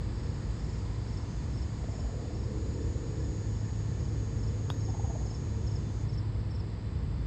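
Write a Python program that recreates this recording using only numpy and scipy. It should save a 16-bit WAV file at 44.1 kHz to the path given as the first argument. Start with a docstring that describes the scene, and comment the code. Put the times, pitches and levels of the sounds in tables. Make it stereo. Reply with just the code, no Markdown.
"""Putt on a summer green

One sharp click: the putter rings head and ball. A cicada buzzes its tymbals and stops; crickets
scrape their wings in threes over a chorus of meadow insects. A woodpecker drums twice on a hollow
trunk and a bird calls softly in the woods. A far mower hums over leaves and a low rumble.
Two closely spaced microphone ports pick it all up."""
import sys
import numpy as np
from scipy import signal
from scipy.fft import rfft, irfft
from scipy.io import wavfile

SR = 44100
rng = np.random.default_rng(int(sys.argv[2]) if len(sys.argv) > 2 else 0)


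def materialize(psi):
    """Save the field psi as 16-bit PCM at rate SR to the path in sys.argv[1].

    A 1-D psi becomes a single channel; in a 2-D psi each row is a channel.
    """
    bounded = np.clip(np.atleast_2d(psi).T, -1, 1)
    quanta = np.round(bounded * 32767).astype(np.int16)
    wavfile.write(sys.argv[1], SR, quanta)


N = 320414
T = np.arange(N) / SR
FREQS = np.maximum(np.arange(N // 2 + 1) * SR / N, 1)
PUTT_S = 4.7017


def putt(level_db=-24.5, turf_ms=1.148, turf_db=-9, tick_ms=2.51, tick_db=-13):
    """A very short contact rings head and ball; the turf reflects it and a fainter tick follows."""
    # head and ball modes: (frequency [Hz], relative level [dB], t60 [s], left-right [dB])
    modes = [(463, 1.5, 0.011, 4), (930, -4.5, 0.009, 15), (1350, 1, 0.011, 10), (1770, -7, .008, 3),
             (2450, -7, 0.0031, 4), (3410, -7, 0.011, 11), (3760, -20.5, 0.13, 13), (4870, -10, 0.009, 11),
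             (9300, -22, 0.0056, 5), (11000, -25, .005, -5), (13100, -23, .005, -3)]
    clicks = np.zeros(N)
    for delay_ms, db in [(0, 0), (turf_ms, turf_db), (tick_ms, tick_db)]:
        clicks[round((PUTT_S + delay_ms / 1000) * SR)] += from_db(db)
    rings = np.zeros((2, N))
    for k, (hz, db, t60_s, left_db) in enumerate(modes):
        mode = (-1) ** k * from_db(db) * ring(clicks, hz, t60_s)
        rings += pan(ports(mode, lag_ms=.278), left_db)
    return from_db(level_db) * (rings + from_db(-12) * scatter(rings, t60_s=.1))


def high_hiss(centre_hz=12200, width_hz=1300, level_db=-72, t60_s=.3):
    """A faint, very high hiss dies away just after the click."""
    since_s = np.maximum(T - PUTT_S, 0)
    decay = from_db(level_db - 60 * since_s / t60_s) * (since_s > 0)
    return ports(decay * noise(bell(FREQS - centre_hz, width_hz)), lag_ms=.16)


def crickets(top_hz=5470, min_fall_hz=640, syllable_s=.026, lead_s=.012, gain_db=4.5, grit_db=2.2):
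    """Each wing closure is a gritty syllable that holds its pitch, then drops as the scraper slows."""
    # chirps, near and far: (time of first syllable [s], relative level [dB])
    chirps = [(.153, -63), (.26, -65), (.555, -62), (.694, -60.5), (1.09, -59.5), (1.131, -63), (1.51, -64),
              (1.537, -58), (1.913, -60.5), (2.352, -62), (2.742, -63.5), (3.158, -62), (3.566, -64),
              (4.004, -62.5), (4.394, -59), (4.812, -57), (5.265, -55), (5.674, -53), (6.096, -54.5),
              (6.513, -56)]
    # three wing closures per chirp: (delay [s], relative level [dB])
    syllables = [(0, -1), (.042, 0), (.087, 0.4)]
    out, u = np.zeros(N), np.linspace(0, 1, int(syllable_s * SR))
    swell = np.sin(np.pi * u ** 1.26)
    for s, db in chirps:
        for delay_s, syllable_db in syllables:
            hz = top_hz + rng.normal(0, 25) - min_fall_hz * rng.uniform(1, 1.4) * u ** 3
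            gain = from_db(db + syllable_db + rng.normal(0, 1))
            start = int((s + delay_s - lead_s) * SR)
            out[start:start + len(u)] += gain * swell * np.sin(phase_of(hz))
    out *= from_db(gain_db + grit_db * drift(90))
    direct = pan(ports(out, lag_ms=.039), left_db=6.5)
    return direct + from_db(-9) * scatter(direct, t60_s=.36)


def cicada(width_hz=275, low_tone_hz=6170, end_s=6.03, release_db_per_s=299, last_buzz_s=6.135):
    """Two tymbals click in turn into the resonant abdomen; the song ends with one short extra buzz."""
    # song: (time [s], level [dB], abdomen resonance [Hz])
    song = [(0.05, -71.5, 6700), (0.3, -66.5, 6720), (0.7, -65.5, 6880), (1.1, -67.5, 6780),
            (1.55, -66.5, 6780), (1.95, -60.5, 6870), (2.45, -64.5, 6720), (2.7, -62, 6840),
            (3.4, -60, 6770), (4.0, -62, 6670), (4.5, -60, 6710), (5.0, -58.5, 6620), (5.2, -57, 6690),
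            (5.45, -61, 6680), (5.75, -65, 6660), (5.98, -65, 6760)]
    # tymbal click rate, one hitch, slowing as the insect tires: (time [s], rate [Hz])
    tymbal_rate = [(1.6, 168.05), (2.15, 168.2), (2.19, 168.8), (2.6, 168), (3.4, 168.15), (5.55, 168),
                   (5.8, 167.6), (6.06, 166), (6.12, 163.8)]
    # second tymbal's lag behind the half cycle as the body flexes: (time [s], lag [s])
    tymbal_lag = [(2.1, 36e-6), (2.3, 48e-6), (3.0, 44e-6), (3.5, 35e-6), (4.0, 38e-6), (4.4, 48e-6),
                  (5.0, 48e-6), (5.2, 36e-6), (5.7, 37e-6), (5.95, 50e-6)]
    # thin tone below the resonance: (time [s], level [dB])
    low_tone = [(0.1, -82), (0.7, -73), (1.0, -75), (1.3, -65), (1.6, -69), (2.0, -78), (3.6, -72.5),
                (4.7, -73), (5.2, -69), (5.9, -68)]
    # weaker lines either side of the resonance: (frequency [Hz], level [dB])
    side_lines = [(5000, -88), (5370, -76), (5540, -70.5), (5720, -85.5), (5880, -78.5), (6040, -79.5),
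                  (6210, -76.5), (6400, -82.5), (7200, -81), (7400, -67.5), (7560, -80), (7750, -82),
                  (8240, -87.5), (8800, -99), (9300, -90), (9750, -88.5), (10100, -105)]
    # phase between the ports: (frequency [Hz], left lead [rad])
    port_phase = [(5500, -0.5), (5800, -1.4), (6500, -0.6), (7000, -1.16), (7400, -2), (9700, -2)]
    song_db, resonance_hz = in_time(song)
    rate_hz, = in_time(tymbal_rate)
    lag_s, = in_time(tymbal_lag)
    low_tone_db, = in_time(low_tone)
    cycle = phase_of(rate_hz)
    spacing_rad = np.pi + 2 * np.pi * rate_hz * lag_s
    buzz = np.zeros((2, N))
    for k in range(30, 60):
        hz = k * rate_hz.mean()
        main = from_db(song_db) * resonance(hz - resonance_hz, width_hz)
        low = from_db(low_tone_db) * resonance(hz - low_tone_hz, width_hz=150)
        side = from_db(at_hz(side_lines, hz) + .35 * (song_db - song_db.mean()))
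        height = np.sqrt(main ** 2 + low ** 2 + side ** 2)
        pair_gain = np.sqrt(2) * np.cos(k * spacing_rad / 2)  # uneven spacing lets in odd lines
        # moving air fades, shifts and quivers each line on its own
        gain = height * pair_gain * from_db(1.8 * drift(4))
        phase = k * (cycle - spacing_rad / 2) + .55 * drift(.89) + .35 * drift(25)
        buzz += gain * np.array([np.cos(phase), np.cos(phase - at_hz(port_phase, hz))])
    # no two clicks are alike: a faint rasp throbs with them
    rasp = noise(resonance(FREQS - resonance_hz.mean(), width_hz)) * (1 + .3 * np.cos(2 * cycle))
    buzz += from_db(song_db - 13) * ports(rasp, lag_ms=-.028)
    release = from_db(-release_db_per_s * np.maximum(T - end_s, 0))
    last_buzz = from_db(-5) * bell(T - last_buzz_s, .028)
    return pan((release + last_buzz) * buzz, left_db=-4)


def woodpecker(gain_db=-3, rise_s=.0095, pitch_spread=.04, spread_db=1.5):
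    """Pecks on a hollow trunk; trees on the way round off each knock and shuffle its modes."""
    # two rolls that trail off: (time [s], relative level [dB], pitch of the spot struck [Hz])
    pecks = [(1.829, -37, 630), (1.88, -37, 660), (1.932, -38, 622), (1.979, -38, 618), (2.041, -38, 630),
             (2.081, -39, 660), (2.131, -38.5, 605), (2.187, -39, 623), (2.242, -41, 623),
             (2.297, -38, 625), (2.349, -42, 623), (4.881, -34, 770), (4.935, -33.5, 837),
             (4.988, -33, 808), (5.04, -33, 788), (5.093, -32, 765), (5.148, -32, 747), (5.201, -40, 736),
             (5.254, -40, 743), (5.308, -40.5, 722)]
    # trunk modes: (multiple of the pitch, relative level [dB])
    trunk = [(.4, -4.5), (0.82, -5), (0.91, -5), (1, 1.5), (1.09, -3), (1.21, -3.5)]
    out, t = np.zeros(N), T[:SR // 10]
    swell = (t / rise_s * np.exp(1 - t / rise_s)) ** 2
    knock_rms = np.sqrt(np.mean(swell ** 2) / 2)
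    for s, db, hz in pecks:
        knock = np.zeros(len(t))
        for ratio, mode_db in trunk:
            mode_hz = ratio * hz * rng.normal(1, pitch_spread)
            gain = from_db(mode_db + rng.normal(0, spread_db))
            knock += gain * swell * np.sin(2 * np.pi * (mode_hz * t + rng.random()))
        start = int(s * SR)
        out[start:start + len(t)] += from_db(db + gain_db) * knock_rms * rms_one(knock)
    direct = pan(ports(out, lag_ms=-.39), left_db=-1.5)
    return direct + from_db(-12) * scatter(direct, t60_s=.7)


def far_crickets(count=70, level_db=-61, top_hz=5150, fall_hz=400):
    """Farther crickets add lone falling syllables at random, most of them faint."""
    out, u = np.zeros(N), np.linspace(0, 1, SR // 60)
    for when, pitch, distance in rng.random((count, 3)):
        hz = top_hz * (.95 + .1 * pitch) - fall_hz * u ** 2
        start = int(when * (N - len(u)))
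        out[start:start + len(u)] += np.sin(np.pi * u) * np.sin(phase_of(hz)) / (1 + 2 * distance)
    return pan(ports(from_db(level_db) * out, lag_ms=.023), left_db=8.5)


def far_bird(note_hz=1750, width_hz=70, width_s=.04):
    """A bird deep in the woods repeats one soft note, blurred by the trees into a narrow band."""
    # notes: (time [s], level [dB])
    notes = [(2.8, -66), (3.0, -67), (3.23, -64), (3.44, -62), (3.68, -64), (3.94, -64)]
    swell = sum(from_db(db) * bell(T - s, width_s) for s, db in notes)
    return pan(swell * noise(bell(FREQS - note_hz, width_hz)), left_db=1)


def mower(firing_hz=107.5, sag_hz_per_s=.33, hum_gain_db=-.23, drone_gain_db=-2.5):
    """Firing hum and blade drone of a far engine, slowing under load and wavering with the air."""
    # engine and blade lines: (multiple of the firing rate, relative level [dB])
    hum_lines = [(1, 0), (4 / 3, -10), (8 / 5, -17.5), (2, -21)]
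    drone_lines = [(2, -6), (8 / 3, -7), (3, -5), (7 / 2, -8), (4, -5.5), (13 / 3, -3.5), (14 / 3, -5.5),
                   (5, -10)]
    # their envelopes, the hum swelling as it nears: (time [s], relative level [dB])
    hum_level = [(0, -41.5), (2.8, -41), (3.5, -35), (5.3, -36), (6.4, -35), (6.8, -41), (7.2, -38.5)]
    drone_level = [(0.2, -51.5), (0.6, -51.5), (1.8, -55), (2.35, -44.5), (3.3, -44.5), (3.59, -53),
                   (4.38, -48.5), (5.6, -49), (6.1, -55.5), (7.0, -54)]
    cycle = phase_of(firing_hz - sag_hz_per_s * T)

    def partials(lines, level, fade_db, fade_hz, quiver_rad):
        """Engine lines, each fading and quivering on its own."""
        out = np.zeros(N)
        for k, db in lines:
            gain = from_db(db + fade_db * drift(fade_hz))
            wander = .31 * k * drift(1.64) + quiver_rad * drift(fade_hz)
            out += gain * np.sin(k * cycle + wander + rng.uniform(0, 2 * np.pi))
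        return np.sqrt(2) * from_db(in_time(level)[0]) * out

    hum = partials(hum_lines, hum_level, fade_db=.5, fade_hz=2.6, quiver_rad=.13)
    drone = partials(drone_lines, drone_level, fade_db=3.5, fade_hz=14.4, quiver_rad=.46)
    return (from_db(hum_gain_db) * ports(hum, lag_ms=.074)
            + from_db(drone_gain_db) * ports(drone, lag_ms=.58))


def rumble(level_db=-34.5):
    """Low, distant rumble from all around."""
    # shared and opposed spectra: (frequency [Hz], relative density [dB])
    mid = [(15, -48), (25, -24.5), (32, -15.5), (40, -14.5), (50, 2), (65, 1.5), (82, -0.5), (110, -5),
           (135, -6), (175, -12), (230, -14.5), (330, -19.5), (700, -33.5), (1500, -110)]
    side = [(15, -44), (30, -11.5), (55, 0.5), (100, 3.5), (190, 0), (310, -5.5), (400, -6), (480, -5),
            (700, -21.5), (1500, -110)]
    return from_db(level_db) * diffuse(mid, side, side_db=-14.5)


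def leaves(gain_db=1.23):
    """Leaves rustle in a light breeze."""
    # breeze: (time [s], relative level [dB])
    breeze = [(0.1, -56), (0.99, -56), (2.39, -57.5), (7.2, -58)]
    # shared and opposed spectra: (frequency [Hz], relative density [dB])
    mid = [(300, -71), (450, -26), (600, 0.5), (950, 6), (1200, 1), (1600, -4), (1750, 0.5), (2000, -3),
           (2300, -6), (2900, -10), (3600, -14), (5000, -64), (8000, -86)]
    side = [(300, -72.5), (450, -30), (580, 2), (700, 2.5), (900, 8), (1200, 1.5), (1650, -1),
            (1780, -16.5), (2300, -17), (2900, -17.5), (3600, -19), (8000, -96.5)]
    return from_db(in_time(breeze)[0] + gain_db) * diffuse(mid, side, side_db=6.5)


def meadow_insects(level_db=-61, fade_db_per_s=.5):
    """Massed insects merge into a slowly fading hiss."""
    # shared and opposed spectra: (frequency [Hz], relative density [dB])
    mid = [(1500, -85.5), (2600, -15.5), (3500, 2.5), (4400, 9), (4900, 11), (5300, 6), (5650, -1.5),
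           (6300, -3), (6900, -0.5), (7300, 3.5), (8100, 3.5), (8500, -7.5), (10000, -41), (13500, -33.5)]
    side = [(1500, -79.5), (2600, -16.5), (3700, -11.5), (4900, 11), (5300, -7.5), (5650, 7.5),
            (6300, -13.5), (6900, 0.5), (7300, 9), (7800, 9.5), (8300, 15.5), (8700, 13.5), (9200, 1),
            (10500, -46)]
    return from_db(level_db - fade_db_per_s * T) * diffuse(mid, side, side_db=3)


def tree_crickets():
    """Far-off trills, heard as steady narrow bands."""
    # trills: (centre [Hz], width [Hz], level [dB])
    trills = [(3040, 55, -78.5), (3520, 48, -76), (4010, 74, -77)]
    chorus = sum(from_db(db) * noise(1 / (1 + (2 * (FREQS - hz) / width_hz) ** 2))
                 for hz, width_hz, db in trills)
    return pan(chorus, left_db=8)


def diffuse(mid, side, side_db):
    """Sound from all around: a part shared by the ports and a part opposed, coloured by each port."""
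    # port sensitivity: (frequency [Hz], left-right [dB])
    balance = [(100, -1.6), (500, 0), (1600, -2.5), (2200, 6.5), (3300, 7.5), (4400, 4), (5200, 5.5),
               (5800, 1), (8500, 0)]
    shared = noise(from_db(at_hz(mid, FREQS)))
    opposed = from_db(side_db) * noise(from_db(at_hz(side, FREQS))) * [[1], [-1]]
    return irfft(pan(rfft(shared + opposed), at_hz(balance, FREQS)), N)


def scatter(x, t60_s):
    """Dense reflections from trees and turf, of unit energy."""
    tail = rng.standard_normal((2, SR)) * from_db(-60 * T[:SR] / t60_s)
    tail /= np.sqrt(np.sum(tail ** 2, axis=1, keepdims=True))
    return signal.fftconvolve(x, tail, axes=1)[:, :N]


def ports(x, lag_ms):
    """Left and right port; the right lags by lag_ms."""
    return np.array([x, np.interp(T - lag_ms / 1000, T, x)])


def pan(x, left_db):
    """Level difference between the ports."""
    return x * from_db(np.array([[.5], [-.5]]) * left_db)


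def ring(clicks, hz, t60_s):
    """A unit click sets a sine of height 1 ringing."""
    r, w = from_db(-60 / (t60_s * SR)), 2 * np.pi * hz / SR
    return signal.lfilter([0, np.sin(w)], [1, -2 * r * np.cos(w), r * r], clicks + 1e-18)


def resonance(off_hz, width_hz):
    """Gain of a resonance at a distance from its centre."""
    return 1 / (1 + (off_hz / width_hz) ** 2 / 2) ** 2


def bell(offset, width):
    """Gaussian, 1/e at one width."""
    return np.exp(-(offset / width) ** 2)


def noise(gains):
    """Unit-rms noise shaped by a gain per frequency."""
    return rms_one(irfft(rfft(rng.standard_normal(N)) * gains, N))


def drift(rate_hz):
    """Random wander of unit rms."""
    hop, settle = 100, 2000
    r = np.exp(-2 * np.pi * rate_hz * hop / SR)
    white = rng.standard_normal(N // hop + settle + 2)
    slow = signal.lfilter([1], [1, -2 * r, r * r], white)[settle:]
    return np.interp(np.arange(N) / hop, np.arange(len(slow)), rms_one(slow))


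def phase_of(hz):
    """Running phase [rad]."""
    return 2 * np.pi * np.cumsum(hz) / SR


def in_time(rows):
    """Each column of a curve, at every sample."""
    s, *columns = np.transpose(rows)
    return [np.interp(T, s, c) for c in columns]


def at_hz(points, hz):
    """Read a spectrum on a log-frequency axis."""
    f, value = np.transpose(points)
    return np.interp(np.log(hz), np.log(f), value)


def from_db(db):
    """Decibels to gain."""
    return 10 ** (np.asarray(db) / 20)


def rms_one(x):
    """Scale to unit rms."""
    return x / np.sqrt(np.mean(x ** 2) + 1e-20)


def scene():
    """Everything on and around the green."""
    strike = putt() + high_hiss()
    animals = crickets() + far_crickets() + cicada() + woodpecker() + far_bird()
    background = mower() + rumble() + leaves() + meadow_insects() + tree_crickets()
    return strike + animals + background


def record(dry, stop_hz=16280, stop_db=70):
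    """Steep low-pass."""
    return signal.sosfilt(signal.cheby2(12, stop_db, stop_hz, fs=SR, output="sos"), dry)


dry = scene()
out = record(dry)
materialize(out)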